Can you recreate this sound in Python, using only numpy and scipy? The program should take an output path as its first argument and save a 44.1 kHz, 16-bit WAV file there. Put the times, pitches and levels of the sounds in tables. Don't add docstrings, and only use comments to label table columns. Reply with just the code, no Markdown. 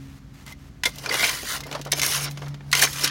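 import sys
import numpy as np
from scipy import signal
from scipy.fft import rfft, irfft, next_fast_len
from scipy.io import wavfile
from scipy.ndimage import map_coordinates

SR = 44100
rng = np.random.default_rng(int(sys.argv[2]) if len(sys.argv) > 2 else 0)


def write(x):
    x = np.atleast_2d(x).T
    wavfile.write(sys.argv[1], SR, np.round(np.clip(x, -1, 1) * 32767).astype(np.int16))


N = 136710

# frequency in Hz, gain in dB.
CRUMB_COLOUR = [(100, -51), (350, 4.5), (700, 1), (2000, 5.5), (4000, 5), (6500, 1), (8500, -8.5),
                (15500, -13.5)]


def amp(db):
    return 10 ** (np.asarray(db) / 20)


def unit(x):
    return x / np.sqrt(np.mean(x ** 2) + 1e-20)


def along(points, hz):
    f, v = np.transpose(points)
    return amp(np.interp(np.log(hz + 1), np.log(f + 1), v))


def tilted(points, tilt_db):
    return lambda hz: along(points, hz) * amp(tilt_db * np.log2(np.maximum(hz, 1000)))


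def filtered(x, response):
    m = next_fast_len(len(x) + 8192)
    spectrum = rfft(x, m) * response(np.fft.rfftfreq(m, 1 / SR))
    return irfft(spectrum, m)[:len(x)]


def wobble(rate, size=N):
    knots = rng.standard_normal(4096)
    return map_coordinates(knots, [np.arange(size) * rate / SR], mode="wrap")


def fading(t, t60):
    return np.exp(-np.log(1000) * t / t60)


def burst(response, rise_s, t60):
    t = np.arange(SR // 4) / SR
    noise = unit(filtered(rng.standard_normal(len(t)), response))
    return noise * (1 - np.exp(-t / rise_s)) * fading(t, t60)


def add(out, s, x):
    part = out[round(s * SR):][:len(x)]
    part += x[:len(part)]


def grains(per_s, spread_db, top_hz, life_s=.0017, size=256):
    chance = rng.random((N, 4))
    start = np.flatnonzero(chance[:, 0] < per_s / SR)
    _, pitch, strength, phase = chance[start].T.astype("f4")[:, :, None]
    hz = pitch * min(top_hz, SR / 2)
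    gain = amp(-spread_db * np.log(np.maximum(strength, .004)))
    t = np.arange(size, dtype="f4") / SR
    pings = gain * np.exp(-t / life_s) * np.sin(2 * np.pi * (hz * t + phase))
    places = start[:, None] + np.arange(size)
    return np.bincount(places.ravel(), pings.ravel(), N)[:N]


def seating(t):
    # time in seconds, level of the ring in dB, brightness of the ring in dB per octave,
    # t60 of the ring in seconds, gain of the coarse low grit in dB.
    blade_seats = [(.85, -1, -5.5, 0.052, -4), (1.24, -2, -3.5, .04, -2), (1.42, -4, -6, 0.014, -2.5),
                   (2.1, -2, 5, 0.032, 1), (2.73, -0.5, -5.5, 0.059, -5.5), (2.85, 0, 1.5, 0.032, 1),
                   (2.95, -7, 2, 0.13, 0.5)]
    s, *columns = np.transpose(blade_seats)
    return [np.interp(t, s, c) for c in columns]


def scraping():
    # time in seconds, level of the grinding in dB,
    # level of the shifting soil in dB (both before the trims below), treble lift of the grinding in dB.
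    movements = [
        [(.87, -39.5, -31.5, 11), (.925, -46.5, -64, -5), (1.01, -47, -46.5, 5), (1.05, -35.5, -43, -2),
         (1.085, -39.5, -34.5, -6), (1.125, -25, -29.5, -3), (1.18, -25.5, -37.5, 0), (1.245, -21, -34, -0.5),
         (1.3, -23.5, -41, -2.5), (1.33, -30.5, -43.5, 3), (1.445, -35.5, -56, 0.5), (1.49, -27.5, -48.5, 3),
         (1.565, -29, -43.5, 2), (1.585, -38, -45, 1), (1.64, -63, -50, -7)],
        [(1.64, -50, -64, -7), (1.68, -44.5, -37, -7), (1.705, -47.5, -50.5, -4), (1.745, -36, -35.5, -13),
         (1.775, -43, -42, -11), (1.835, -54, -61, -4), (1.88, -50, -37, -20), (1.912, -52, -55, 1)],
        [(1.935, -58, -31, 3), (1.955, -36.5, -42, 2), (1.985, -28.5, -38.5, 1), (2.01, -35.5, -45, -3),
         (2.025, -21.5, -39.5, -1.5), (2.09, -29, -38.5, 7), (2.155, -22.5, -44, 0.5), (2.2, -30.5, -42, -1),
         (2.245, -27, -43.5, 3), (2.285, -34, -36.5, -20), (2.305, -55, -50, 12), (2.35, -50.5, -55, -6),
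         (2.425, -51, -47.5, -2), (2.6, -62, -61, -13), (2.712, -54, -51, 3)],
        [(2.735, -25, -35, -10), (2.775, -22.5, -41.5, 3), (2.81, -25, -35, 1.5), (2.822, -22, -31.5, 14),
         (2.845, -19.5, -23.5, 3), (2.868, -31, -41, 1), (2.916, -40.5, -51, 6.5), (2.96, -32, -50.5, 1),
         (3.028, -26, -40.5, 1), (3.046, -23.5, -31.5, 7.5), (3.06, -23.5, -37, -9), (3.1, -29, -54, -21)],
    ]
    # frequency in Hz, gain in dB.
    grit_colour = [(100, -50), (300, -19), (860, -13), (1050, -3), (1450, -1), (2250, -3.5), (2870, -2),
                   (5300, -2.5), (6500, -4), (7800, -11), (9700, -6), (10500, -11.5), (15500, -13.5)]
    # frequency in Hz, gain in dB.
    soil_colour = [(60, -49), (150, -17), (280, 4.5), (550, 7), (1100, 3), (1800, -3.5), (4000, -26)]
    grit_trim_db, soil_trim_db = -1.5, -0.5
    treble_hz, coarse_hz = 6000, 2100
    t = np.arange(N) / SR
    grind, shift, lift = np.zeros((3, N))
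    for movement in movements:
        s, grind_db, shift_db, treble_db = np.transpose(movement)
        during = (t >= s[0]) & (t <= s[-1])
        grind += during * amp(np.interp(t, s, grind_db))
        shift += during * amp(np.interp(t, s, shift_db))
        lift += during * np.interp(t, s, treble_db)
    judder = unit(amp(1.4 * wobble(260)))

    grit_grains = grains(per_s=16000, spread_db=2, top_hz=16500)
    grit_texture = unit(filtered(grit_grains, lambda hz: along(grit_colour, hz)))
    grit = amp(grit_trim_db) * grind * judder * grit_texture
    treble = filtered(grit, lambda hz: 1 - 1 / (1 + (hz / treble_hz) ** 6))
    grit = grit + (amp(lift) - 1) * treble
    coarse_db = seating(t)[-1]
    coarse = filtered(grit, lambda hz: 1 / (1 + (hz / coarse_hz) ** 6))
    grit = grit + (amp(coarse_db) - 1) * coarse

    soil_grains = grains(per_s=1800, spread_db=1, top_hz=2500)
    soil_texture = unit(filtered(soil_grains, lambda hz: along(soil_colour, hz)))
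    soil = amp(soil_trim_db) * shift * judder * soil_texture
    return grit, soil


def strikes():
    # start in seconds, level in dB before the trim, brightness in dB per octave, t60 in seconds.
    stones = [(.464, -25.5, 4, 0.016), (.486, -37, 0, 0.014), (0.523, -30.5, 5, 0.03),
              (0.835, -9, -1, 0.04), (0.855, -6.5, 0, 0.058), (1.0601, -13.5, -2, 0.024),
              (1.093, -14, -2.5, 0.039), (1.1413, -5, 0.5, 0.018), (1.1948, -11, -2, 0.021),
              (1.2293, -11, -14, 0.032), (1.241, -6.5, -1.5, 0.036), (1.268, -7, 10, 0.0096),
              (1.293, -8.5, 0, 0.023), (1.9166, -15.5, 0, .07), (1.92, 3, 8, 0.0094),
              (1.927, -8.5, -1, 0.023), (1.933, -5, -0.5, 0.016), (1.995, -6, 0, 0.024),
              (2.0167, 1.5, 4, 0.0068), (2.0324, -3.5, 1, .012), (2.049, -12, -7, 0.0047),
              (2.063, -5.5, 7.5, 0.023), (2.715, -17.5, 3.5, 0.041), (2.7282, 1, 0, 0.031),
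              (2.751, 0.5, 1, 0.014), (2.793, -3.5, 3.5, 0.024), (2.823, -7, -2, 0.037),
              (2.835, -5, 0, 0.06), (2.93, -19.5, 5, 0.043), (3.043, -7, 1.5, 0.079),
              (3.075, -9, -1, 0.035)]
    # frequency in Hz, gain in dB.
    crack_colour = [(60, -35), (200, -8.5), (500, -25), (1100, -3), (1900, 2.5), (3500, 4), (5800, 3),
                    (7500, -4), (10500, -6), (15500, -16)]
    trim_db, rise_s = -7.5, .0005
    out = np.zeros(N)
    for s, db, tilt_db, t60 in stones:
        add(out, s, amp(db + trim_db) * burst(tilted(crack_colour, tilt_db), rise_s, t60))
    return out


def blade(force):
    # frequency in Hz before detuning, relative level in dB.
    modes = [(715, 2), (1000, 0), (1410, 2.5), (1906, 0), (2068, 12), (2270, 8.5), (2400, 4), (2875, 1),
             (3225, 6.5), (3490, 2), (4005, 1.5), (4538, 1.5), (5180, -2), (5390, 9), (5785, 3.5),
             (6130, 3), (6380, 7.5), (6790, 0), (8172, -2), (9580, 2.5), (9965, 3), (10915, 5), (11600, 6)]
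    load_step_s, load_spread_db = .06, 2.5
    load_detune, bedded_t60 = .005, .04
    step = round(load_step_s * SR)
    t = np.arange(SR // 6) / SR
    hz, db = np.transpose(modes)
    out, force = np.zeros(N + step), np.pad(force, step)
    for start in range(0, N, step):
        ring_db, tilt_db, t60, _ = seating(start / SR)
        strength, detune, phase = rng.standard_normal((3, len(hz)))
        gain = amp(db + tilt_db * np.log2(hz) + load_spread_db * strength)
        tuned = hz * (1 + load_detune * detune * bedded_t60 / t60)
        tones = np.sin(2 * np.pi * (np.outer(tuned, t) + phase[:, None]))
        ring = gain @ tones * fading(t, t60)
        push = force[start:][:2 * step]
        push = push * np.sin(np.pi * np.arange(len(push)) / (2 * step))
        rung = signal.fftconvolve(push, ring / np.linalg.norm(ring))
        add(out, start / SR, amp(ring_db) * rung)
    return out[step:]


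def squeals():
    # start in seconds, level in dB before flutter, pitch in Hz before waver,
    # length in seconds (the peak comes at a quarter of it), roughness as a factor.
    slips = [(.47, -40, 2050, 0.034, 0.4), (.518, -37.5, 2060, 0.029, 0.2), (0.855, -19, 2105, 0.018, 0.1),
             (0.852, -19, 3515, 0.015, .2), (1.089, -22, 4640, 0.016, 1.3),
             (1.11, -18.5, 2050, 0.019, 0.36), (1.232, -18.5, 2300, 0.034, 0.75),
             (1.631, -37, 2090, 0.023, 0.2), (2.736, -15, 2090, 0.015, 0.17), (2.814, -22, 8140, 0.022, .2),
             (2.823, -10, 1910, 0.0089, 0.54), (2.87, -25, 1830, 0.013, 1.1),
             (3.036, -18.5, 5500, .016, 0.8)]
    waver_rad, flutter_db, knots_per_s = 1.3, 3, 450
    t = np.arange(SR // 8) / SR
    out = np.zeros(N)
    for s, db, hz, length, rough in slips:
        u = 4 * t / length
        waver, flutter = [rough * wobble(knots_per_s, size=len(t)) for _ in range(2)]
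        swell = amp(db + flutter_db * flutter) * u * np.exp(1 - u)
        add(out, s, swell * np.sin(2 * np.pi * hz * t + waver_rad * waver))
    return out


def falling_soil():
    # start in seconds, level in dB before the trim, brightness in dB per octave.
    landings = [(0.957, -31, 9), (0.9833, -25, 4), (1.6049, -23.5, 4.5), (1.636, -29, 2), (1.666, -31, 5),
                (1.7133, -24.5, 0.5), (1.726, -21, -0.5), (1.7497, -19.5, -2), (1.792, -35, 0),
                (1.8135, -25, 3), (1.85, -28, 2.5), (1.87, -32, 1), (2.3105, -27.5, 5.5),
                (2.373, -26.5, -2.5), (2.419, -24.5, -6), (2.46, -36, -1), (2.482, -34, 3.5),
                (2.5424, -31, -3), (2.607, -35, -8)]
    # start in seconds, level in dB before the trims, pitch in Hz.
    thuds = [(.838, -36, 1100), (0.858, -17, 520), (1.047, -22, 905), (1.07, -27, 530), (1.431, -21.5, 453),
             (1.657, -24, 494), (1.712, -19.5, 414), (1.7525, -11.5, 604), (1.758, -25, 960),
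             (1.794, -20, 365), (1.862, -16, 644), (1.871, -27, 680), (1.93, -14, 630), (2.422, -33, 950),
             (2.431, -24, 549.6), (2.466, -24, 1010), (2.83, -10, 760), (2.841, -23, 497)]
    crumb_trim_db, thud_trim_db, knock_trim_db = -5, -11, -8
    width_oct = 0.96
    out = np.zeros(N)
    for s, db, tilt_db in landings:
        crunch = burst(tilted(CRUMB_COLOUR, tilt_db), rise_s=0.00036, t60=0.042)
        add(out, s, amp(db + crumb_trim_db) * crunch)
    t = np.arange(SR // 20) / SR
    for s, db, pitch_hz in thuds:
        colour = lambda hz: 1 / (1 + np.abs(np.log2((hz + 1) / pitch_hz) / width_oct) ** 3)
        add(out, s, amp(db + thud_trim_db) * burst(colour, rise_s=0.0023, t60=0.072))
        knock = np.sin(2 * np.pi * pitch_hz * t) * fading(t, t60=.014)
        add(out, s, amp(db + knock_trim_db) * knock)
    return out


def rustling(edge_s=0.018):
    # start in seconds, length in seconds, level in dB.
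    brushes = [(0.0, 0.19, -55.5), (0.337, .11, -55), (0.459, 0.071, -45), (0.586, 0.11, -58.5)]
    # frequency in Hz, gain in dB.
    brush_colour = [(200, -12), (1000, 6), (2100, 4.5), (3500, 0.5), (6500, -2), (8500, -7), (15000, -9.5)]
    t = np.arange(N) / SR
    level = np.zeros(N)
    for s, length, db in brushes:
        inside_s = np.minimum(t - s, s + length - t)
        level += amp(db) * np.clip(inside_s / edge_s + .5, 0, 1)
    rough = rng.standard_normal(N) * amp(1.5 * wobble(210))
    return level * unit(filtered(rough, lambda hz: along(brush_colour, hz)))


def yard(x):
    tail = burst(lambda hz: along(CRUMB_COLOUR, hz), rise_s=0.015, t60=0.079)
    return signal.fftconvolve(x, tail / np.linalg.norm(tail))[:N]


def background():
    # time in seconds, firing rate in Hz (the orders are its multiples),
    # level of the second order in dB, level of the fourth in dB (both before wavering, as sine rms).
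    engine_course = [(0, 68.14, -46, -44.5), (.4, 68.33, -54, -58), (1, 69.47, -50.5, -57),
                     (1.42, 69.97, -54.5, -51.5), (1.651, 70.86, -43, -55.5), (2.55, 71.3, -36.5, -51.5),
                     (2.8, 70.44, -39, -65), (3.1, 71.5, -43.5, -48)]
    # frequency in Hz, gain in dB.
    air_colour = [(20, -20), (38, -6), (52, -4), (75, 5.5), (100, -1.5), (135, 4), (180, -1), (270, -6),
                  (400, -16.5), (700, -22), (1500, -23.5), (3000, -29), (6500, -32.5), (8500, -39.5),
                  (15000, -44)]
    third_db, drone_db, air_db = -60.5, -53, -46.5
    drone_hz = 53
    waver_db, waver_per_s = 2.2, 10
    t = np.arange(N) / SR
    s, *columns = np.transpose(engine_course)
    rate_hz, second_db, fourth_db = [np.interp(t, s, c) for c in columns]
    turn = 2 * np.pi * np.cumsum(rate_hz) / SR
    engine = np.zeros(N)
    for order, db in enumerate([second_db, third_db, fourth_db], 2):
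        engine += amp(db + waver_db * wobble(waver_per_s)) * np.sin(order * turn)
    drone_level = amp(drone_db + waver_db * wobble(waver_per_s))
    drone = drone_level * np.sin(2 * np.pi * drone_hz * t + 0.34 * wobble(4.4))
    air = unit(filtered(rng.standard_normal(N), lambda hz: along(air_colour, hz)))
    return np.sqrt(2) * (engine + drone) + amp(air_db) * air


def scene():
    scrape_ring_db, strike_ring_db, yard_db = -6, -6, -21.5
    grit, soil = scraping()
    cracks = strikes()
    ring = blade(amp(scrape_ring_db) * grit + amp(strike_ring_db) * cracks)
    work = grit + soil + cracks + ring + squeals() + falling_soil() + rustling()
    return (work + amp(yard_db) * yard(work) + background())[None]


def record(dry):
    low_cut_hz, top_hz = 32.5, 15900
    thinned = filtered(dry[0], lambda hz: hz ** 4 / np.hypot(hz ** 4, low_cut_hz ** 4))
    return filtered(np.clip(thinned, -1, 1), lambda hz: hz < top_hz)[None]


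dry = scene()
out = record(dry)
write(out)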